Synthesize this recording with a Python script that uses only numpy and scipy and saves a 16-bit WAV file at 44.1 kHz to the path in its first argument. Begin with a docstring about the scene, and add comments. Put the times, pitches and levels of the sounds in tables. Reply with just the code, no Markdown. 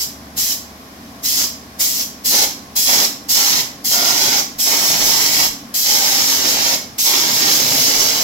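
"""A hopper gun sprays wet texture onto a ceiling, first in short bursts, then in long passes.
Filtered noise makes its dry air jet and hiss; delayed mud adds a spluttering roar of noise and tiny impacts.
Gliding echoes and changing diffuse tails give the bare room's answer as the gun is swept about.
Some way off a piston compressor chugs as pulses ringing a tank, over throbbing noise and a motor hum.
A faint noise leak and soft low thuds, swelling sines, fill the background."""
import sys
import numpy as np
from scipy import signal
from scipy.fft import rfft, irfft, next_fast_len
from scipy.io import wavfile
from scipy.ndimage import uniform_filter1d, map_coordinates

SR = 44100
rng = np.random.default_rng(int(sys.argv[2]) if len(sys.argv) > 2 else 0)


def transcribe(u):
    """Save the signal u as a 16-bit wav file named by the first command-line argument.

    u: samples, shape (n,) or (channels, n), limited to [-1, 1]; the rate is SR.
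    q: integer samples, one column per channel.
    """
    v = np.clip(np.atleast_2d(u).T, -1, 1)
    q = np.round(v * 32767).astype(np.int16)
    wavfile.write(sys.argv[1], SR, q)


N = 362943


def amp(db):
    """Decibel law: level to amplitude gain."""
    return 10 ** (np.asarray(db) / 20)


def unit(x):
    """Normalisation: scale to rms 1."""
    return x / np.sqrt(np.mean(x ** 2) + 1e-20)


def along(points, hz):
    """Logarithmic frequency scale: (frequency [Hz], value) points interpolated on it."""
    f, value = np.transpose(points)
    return np.interp(np.log(hz + 1), np.log(f + 1), value)


def clock():
    """Sampling: the time of every sample [s]."""
    return np.arange(N) / SR


def wobble(rate):
    """Band-limited fluctuation: a smooth random curve through rate knots a second."""
    return map_coordinates(rng.standard_normal(4096), [clock() * rate], mode="wrap")


def filtered(x, response):
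    """Linear filtering: the spectrum of x times a response of frequency."""
    m = next_fast_len(N + SR // 2)
    return irfft(rfft(x, m) * response(np.fft.rfftfreq(m, 1 / SR)), m)[..., :N]


def coloured(x, spectrum):
    """Spectral shaping: x filtered by a table of levels, at rms 1."""
    return unit(filtered(x, lambda hz: amp(along(spectrum, hz))))


# relative spectra of the air jet, the nozzle hiss and the mud roar: (frequency [Hz], level [dB])
JET_SPECTRUM = [(500, -65), (2000, -14), (4000, -11), (6500, -4.5), (7700, -0.5), (8500, -13), (9500, -15),
                (10300, -5), (11400, 1), (13000, 1), (15800, -3)]
HISS_SPECTRUM = [(1000, -29.5), (2700, -17.5), (3200, -6.5), (3600, -14), (4100, -3.5), (4500, -6),
                 (4900, -1), (5500, 1), (6500, -1.5), (7400, -7.5), (8300, -20.5), (9500, -30),
                 (15000, -13)]
ROAR_SPECTRUM = [(40, -36), (70, -21), (100, -8), (170, -4), (210, -5.5), (272, 1.5), (330, -2),
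                 (385, -1.5), (470, -3.5), (780, 1), (1050, -1.5), (1300, -3.5), (1750, -4), (2170, 2.5),
                 (2600, -3.5), (3200, -0.5), (4150, 0.5), (4700, -17), (9000, -41)]
BASS_HZ = 232  # the roar's bass lies below this


def gun(jet_db, hiss_db, roar_db, splutter_db, spatter):
    """Jet noise and atomisation: air shreds uneven slugs of mud, whose droplets roar on a wide patch of ceiling."""
    jet_gain, hiss_gain, mud_gain, bass_gain = trigger(closing=0.012)
    slugs = amp(splutter_db * unit(wobble(70) + wobble(260)))
    jet = jet_gain * coloured(rng.standard_normal(N), JET_SPECTRUM)

    turbulence = np.sqrt(slugs) * rng.standard_normal(N)
    tearing = spatter * droplets(rate=900, spread_db=6)
    hiss = hiss_gain * coloured(turbulence + tearing, HISS_SPECTRUM)

    pelting = np.array([droplets(rate=2500, spread_db=3.5) for side in range(2)])
    impacts = slugs * (0.51 * rng.standard_normal((2, N)) + pelting)
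    stream = patchy(coloured(impacts, ROAR_SPECTRUM), depth_db=1.47)
    bass = filtered(stream, lambda hz: 1 / (1 + (hz / BASS_HZ) ** 4))
    roar = mud_gain * (stream - bass) + bass_gain * bass
    return amp(jet_db) * jet + amp(hiss_db) * hiss, amp(roar_db) * roar


# trigger pulls, levels relative: (open [s], close [s], valve travel [s], opening surge [dB], air jet [dB],
# nozzle hiss [dB], wait for the mud [s], mud flow [dB])
TRIGGER_PULLS = [(-.12, 0.033, .005, 9, -24, -24, 0.12, -23),
                 (0.372, 0.528, 0.0089, 5, -24, -24, 0.14, -18),
                 (1.237, 1.442, 0.0085, 0.5, -21.5, -21, 0.14, -7.5),
                 (1.797, 2.025, 0.0073, 8.5, -24.5, -25.5, 0.13, -18),
                 (2.249, 2.441, 0.0079, 5, -22, -22.5, .068, 1.5),
                 (2.759, 3.048, 0.0049, 4.5, -21.5, -22.5, .11, 0.5),
                 (3.29, 3.602, 0.0055, 6, -22.5, -22.5, 0.061, -1),
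                 (3.846, 4.398, 0.0045, 3.5, -23.5, -22.5, 0.065, -0.5),
                 (4.589, 5.46, 0.0065, 4.5, -22.5, -23, 0.063, -0.5),
                 (5.741, 6.747, 0.0025, 4, -23, -22.5, 0.11, -0.5),
                 (6.983, 8.257, 0.0025, 5, -22.5, -23, 0.069, 0)]
SURGE_S, SURGE_IN_HISS = 0.071, 0.79  # hose pressure escapes first [s]; share of that surge in the hiss
SAG_DB, SAG_S = -1.5, .4  # the jet's pressure sags while the trigger is held
MUD_RISE_S = .01  # the nozzle fills with mud
MUD_ON_JET_DB, ATOMISE_DB = 0.2, 5.5  # change of jet and of hiss at a mud gain of 1
SPIT_DB, SPIT_S = -14.5, 0.037  # the surge blows out mud left in the nozzle
FLUTTER_DB, FLUTTER_RATE = 2, 14  # the air gap narrows and widens as mud passes (knots a second)
FLUTTER_IN_HISS = 0.49  # share of that flutter in the hiss
THICKEN_S, THICK_DB = 0.1, 1.5  # the stream thickens, so the bass of the roar builds last


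def trigger(closing):
    """Valve transients: gains of jet, hiss, roar and its bass, a surge of dry air, then mud, then a soft closing."""
    t, gains = clock(), np.zeros((4, N))
    flutter = FLUTTER_DB * wobble(FLUTTER_RATE)
    for start, stop, travel, surge_db, jet_db, hiss_db, wait, mud_db in TRIGGER_PULLS:
        age = np.maximum(t - start, 0)
        opening = (1 + np.tanh((t - start) / travel)) / 2
        valve = opening * np.exp(-np.clip((t - stop) / closing, 0, 20))
        surge = surge_db * np.exp(-(age / SURGE_S) ** 2)
        sag = SAG_DB * (1 - np.exp(-age / SAG_S))
        mud = amp(mud_db) * (1 + np.tanh((age - wait) / MUD_RISE_S)) / 2
        spit = amp(SPIT_DB + surge_db) * np.exp(-age / SPIT_S)
        jet = amp(jet_db + surge + sag + mud * (MUD_ON_JET_DB + flutter))
        mud_in_hiss = np.sqrt(mud) * (ATOMISE_DB + FLUTTER_IN_HISS * flutter)
        hiss = amp(hiss_db + SURGE_IN_HISS * surge + mud_in_hiss)
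        thick = amp(THICK_DB) * mud * (1 - np.exp(-np.maximum(age - wait, 0) / THICKEN_S))
        gains += valve * np.array([jet, hiss, mud + spit, thick])
    return gains


def droplets(rate, spread_db):
    """Random impact noise: tiny impacts of very unequal size, rate a second on average."""
    hit = rng.random(N) < rate / SR
    sign = rng.choice([-1, 1], N)
    return unit(hit * sign * amp(spread_db * rng.standard_normal(N)))


def patchy(x, depth_db):
    """Narrow-band modulation: the spray cone flaps, so narrow bands swell and sink briefly."""
    bands = signal.stft(x, nperseg=512)[2]
    field = uniform_filter1d(rng.standard_normal(bands.shape[1:]), size=3, axis=0)  # over frequency
    field = uniform_filter1d(field, size=22, axis=1)  # over time
    return unit(signal.istft(bands * amp(depth_db * unit(field)), nperseg=512)[1][:, :N])


# hollow tones of the gun, levels relative: (start [s], end [s], pitch [Hz], level [dB])
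HOLLOW_TONES = [(2.299, 2.434, 813, -34.5), (2.869, 3.056, 926, -35), (3.892, 4.188, 737, -28),
                (4.12, 4.401, 780, -29), (4.717, 5.011, 743, -35), (5.85, 6.153, 822, -31)]
# partials of each hollow tone: (multiple of the pitch [ratio], relative level [dB])
HOLLOW_PARTIALS = [(1, -0.5), (1.92, -5), (2.95, -7.5)]
HOLLOW_GLIDE = .012  # pitch runs from this share below to this share above


def hollow(width_hz):
    """Cavity resonance: turbulence rings a cavity in the gun, whose pitch glides up as the mud shifts."""
    t, out = clock(), np.zeros(N)
    for start, stop, hz, db in HOLLOW_TONES:
        on = (t > start) & (t < stop)
        count = on.sum()
        pitch = hz * (1 + HOLLOW_GLIDE * np.linspace(-1, 1, count))
        phase = 2 * np.pi * np.cumsum(pitch) / SR
        fade = signal.windows.tukey(count, .4)
        knot_times = [(t[on] - start) * width_hz]
        for multiple, partial_db in HOLLOW_PARTIALS:
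            # random cosine and sine parts widen the partial into a narrow band
            a, b = (map_coordinates(knots, knot_times, mode="wrap") for knots in rng.standard_normal((2, 128)))
            partial = a * np.cos(multiple * phase) + b * np.sin(multiple * phase)
            out[on] += amp(db + partial_db) * fade * partial
    return out


def near_walls(x, echo, sweep_ms, count):
    """Comb filtering: echoes off ceiling, hopper and walls glide as the gun is swept, so the hiss phases."""
    t, pair = clock(), np.zeros((2, N))
    hand = wobble(1.6) * np.interp(t, [2, 4], [.4, 1])  # the strokes widen for the long passes
    dull = filtered(x, lambda hz: 1 / (1 + (hz / 9000) ** 4))  # rough surfaces scatter the top treble
    for path, direct_ms in zip(pair, (0, .35)):
        path += np.pad(x, (round(direct_ms * SR / 1000), 0))[:N]
        for delay_ms, slant, size in rng.uniform([.8, -1, -1], [9, 1, 1], (count, 3)):
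            delay = (delay_ms + sweep_ms * slant * hand) / 1000
            path += echo * size * np.interp(t - delay, t, dull, left=0)
    return unit(pair) * np.std(x)


# reverberation time of the room: (frequency [Hz], time to fall 60 dB [s])
ROOM_DECAY = [(300, 0.49), (800, 0.42), (2100, 0.42), (5500, 0.41), (14600, 0.3)]


def reverberate(x):
    """Diffuse reverberation: two noise tails of about unit energy; each frequency dies at its own speed."""
    hz, t, z = signal.stft(rng.standard_normal((2, SR // 2)), SR, nperseg=256)
    t60 = along(ROOM_DECAY, hz)[:, None]
    decaying = z * amp(-60 * t / t60) / np.sqrt(t60)
    tail = signal.istft(decaying, SR, nperseg=256)[1]
    return signal.fftconvolve(x[None], tail / np.linalg.norm(tail[0]), axes=1)[:, :N]


def moving_room(x, count):
    """Source-dependent room response: as the gun moves, count tails take over from one another."""
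    place = np.linspace(0, count - 1, N)
    shares = (np.sqrt(np.clip(1 - abs(place - k), 0, 1)) for k in range(count))
    return sum(reverberate(x * share) for share in shares)


# likeness of the left and right sound: (frequency [Hz], correlation [-1 to 1])
LIKENESS = [(60, 1), (280, .97), (450, 0.99), (740, 0.68), (1220, -0.37), (2000, -0.058), (5000, 0.033)]


def ports(pair):
    """Spatial coherence: two unrelated sound paths reach two close microphone ports, which share the bass."""
    turn = lambda hz: np.arccos(np.clip(along(LIKENESS, hz), -1, 1)) / 2
    mid, side = filtered(pair, lambda hz: np.array([np.cos(turn(hz)), np.sin(turn(hz))]))
    return np.array([mid + side, mid - side])


# balance of the gun's sound: (frequency [Hz], left minus right [dB])
BALANCE = [(60, -1), (260, -2), (550, -6), (790, -7), (1650, -3), (3440, -4), (4500, -0.5), (5000, -6),
           (6400, -4), (7300, 6), (8600, 9.5), (9600, 8), (10500, 7.5), (12200, 1), (15000, 1)]


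def spraying(room_db):
    """Direct and reverberant field: the gun in the room, coloured differently at each side of the microphone."""
    nozzle, roar = gun(jet_db=4.0, hiss_db=0.5, roar_db=-24.0, splutter_db=2.0, spatter=0.35)
    roar = roar + amp(-3.0) * np.array([hollow(width_hz=140) for side in range(2)])
    direct = near_walls(nozzle, echo=0.8, sweep_ms=0.522, count=6) + roar
    diffuse = moving_room(nozzle + roar[0], count=22)
    pair = amp(-1.5) * direct + amp(room_db) * diffuse
    return filtered(ports(pair), lambda hz: amp(np.outer([.5, -.5], along(BALANCE, hz))))


# relative spectrum of the valve puffs: (frequency [Hz], level [dB])
PUFF_SPECTRUM = [(30, -26), (60, -10), (170, -6), (240, -7), (300, -7), (345, -10.5), (570, -13),
                 (650, -10.5), (830, -10.5), (900, -18), (1090, -7), (1250, -18.5), (1780, -18),
                 (3500, -39)]
# tank resonances: (frequency [Hz], width [Hz], relative level [dB])
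TANK_MODES = [(201.5, 6.6, -7), (238.4, 8.6, 2), (290.5, 10, -8)]


def tank(hz):
    """Modal superposition: resonances of alternating sign add up."""
    response = 0
    for k, (centre, width, db) in enumerate(TANK_MODES):
        loss = 1j * hz * width
        response = response + (-1) ** k * amp(db) * loss / (centre * centre - hz * hz + loss)
    return response


def compressor(stroke_hz, knock_db, clatter_db, throb_db):
    """Forced resonance: piston strokes ring the tank, blurred by the room, and puff through the valves."""
    turns = stroke_hz * clock() + 0.011 * wobble(5)  # the crank runs slightly unevenly
    intake = np.gradient(np.floor(turns))
    discharge = .5 * np.gradient(np.floor(turns + .42))
    strokes = (intake + discharge) * amp(3.5 * wobble(14))
    knocks = unit(filtered(reverberate(strokes), tank))
    throb = np.cos(2 * np.pi * turns) + wobble(70)
    puffs = amp(throb_db * throb) * rng.standard_normal((2, N))
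    return ports(amp(knock_db) * knocks + amp(clatter_db) * coloured(puffs, PUFF_SPECTRUM))


# hum tones, before the fade: (frequency [Hz], level [dB])
HUM_TONES = [(70.6, -49.5), (119.3, -57.5), (649, -55)]
# fade of the whole hum: (time [s], level [dB])
HUM_LEVELS = [(1.3, 0), (3, -8.5)]


def motor():
    """Tonal radiation: the compressor's motor hums in sines whose level and phase waver."""
    t, hum = clock(), np.zeros(N)
    for hz, db in HUM_TONES:
        level = amp(db + wobble(3.3))
        hum += level * np.sqrt(2) * np.sin(2 * np.pi * hz * t + wobble(1.83) / 2)
    return amp(np.interp(t, *np.transpose(HUM_LEVELS))) * hum


# relative spectrum of the escaping air: (frequency [Hz], level [dB])
LEAK_SPECTRUM = [(1470, -3.5), (2500, -3.5), (2600, -7), (2820, -6.5), (3070, -5), (4500, -4.5), (5320, -2),
                 (9580, -17.5), (11300, -6.5), (15500, -16)]


def leak(level_db):
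    """Turbulent flow noise: a little air escapes throughout, even with the trigger shut."""
    return amp(level_db + 0.25 * wobble(3.6)) * coloured(rng.standard_normal((2, N)), LEAK_SPECTRUM)


# soft low thuds: (time [s], level [dB])
THUDS = [(4.58, -51), (5.05, -39), (5.2, -50), (5.501, -45), (5.9, -45), (6.37, -49), (8.0, -40)]


def thuds(pitch_hz, length):
    """Amplitude-modulated tone: a very low sine swells briefly at each thud."""
    t = clock()
    swell = sum(amp(db) * np.exp(-((t - s) / length) ** 2) for s, db in THUDS)
    return swell * np.sqrt(2) * np.sin(2 * np.pi * pitch_hz * t + wobble(18))


def scene():
    """Superposition: gun, compressor and small noises add together."""
    machine = compressor(stroke_hz=12.35, knock_db=-43.0, clatter_db=-41, throb_db=0.26) + motor()
    return spraying(room_db=-2.0) + machine + leak(level_db=-42.0) + thuds(pitch_hz=35, length=0.048)


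TOP_HZ = 15800  # band limit


def record(dry):
    """Band limiting: the recorder keeps nothing above its limit."""
    return filtered(dry, lambda hz: hz < TOP_HZ)


dry = scene()
out = record(dry)
transcribe(out)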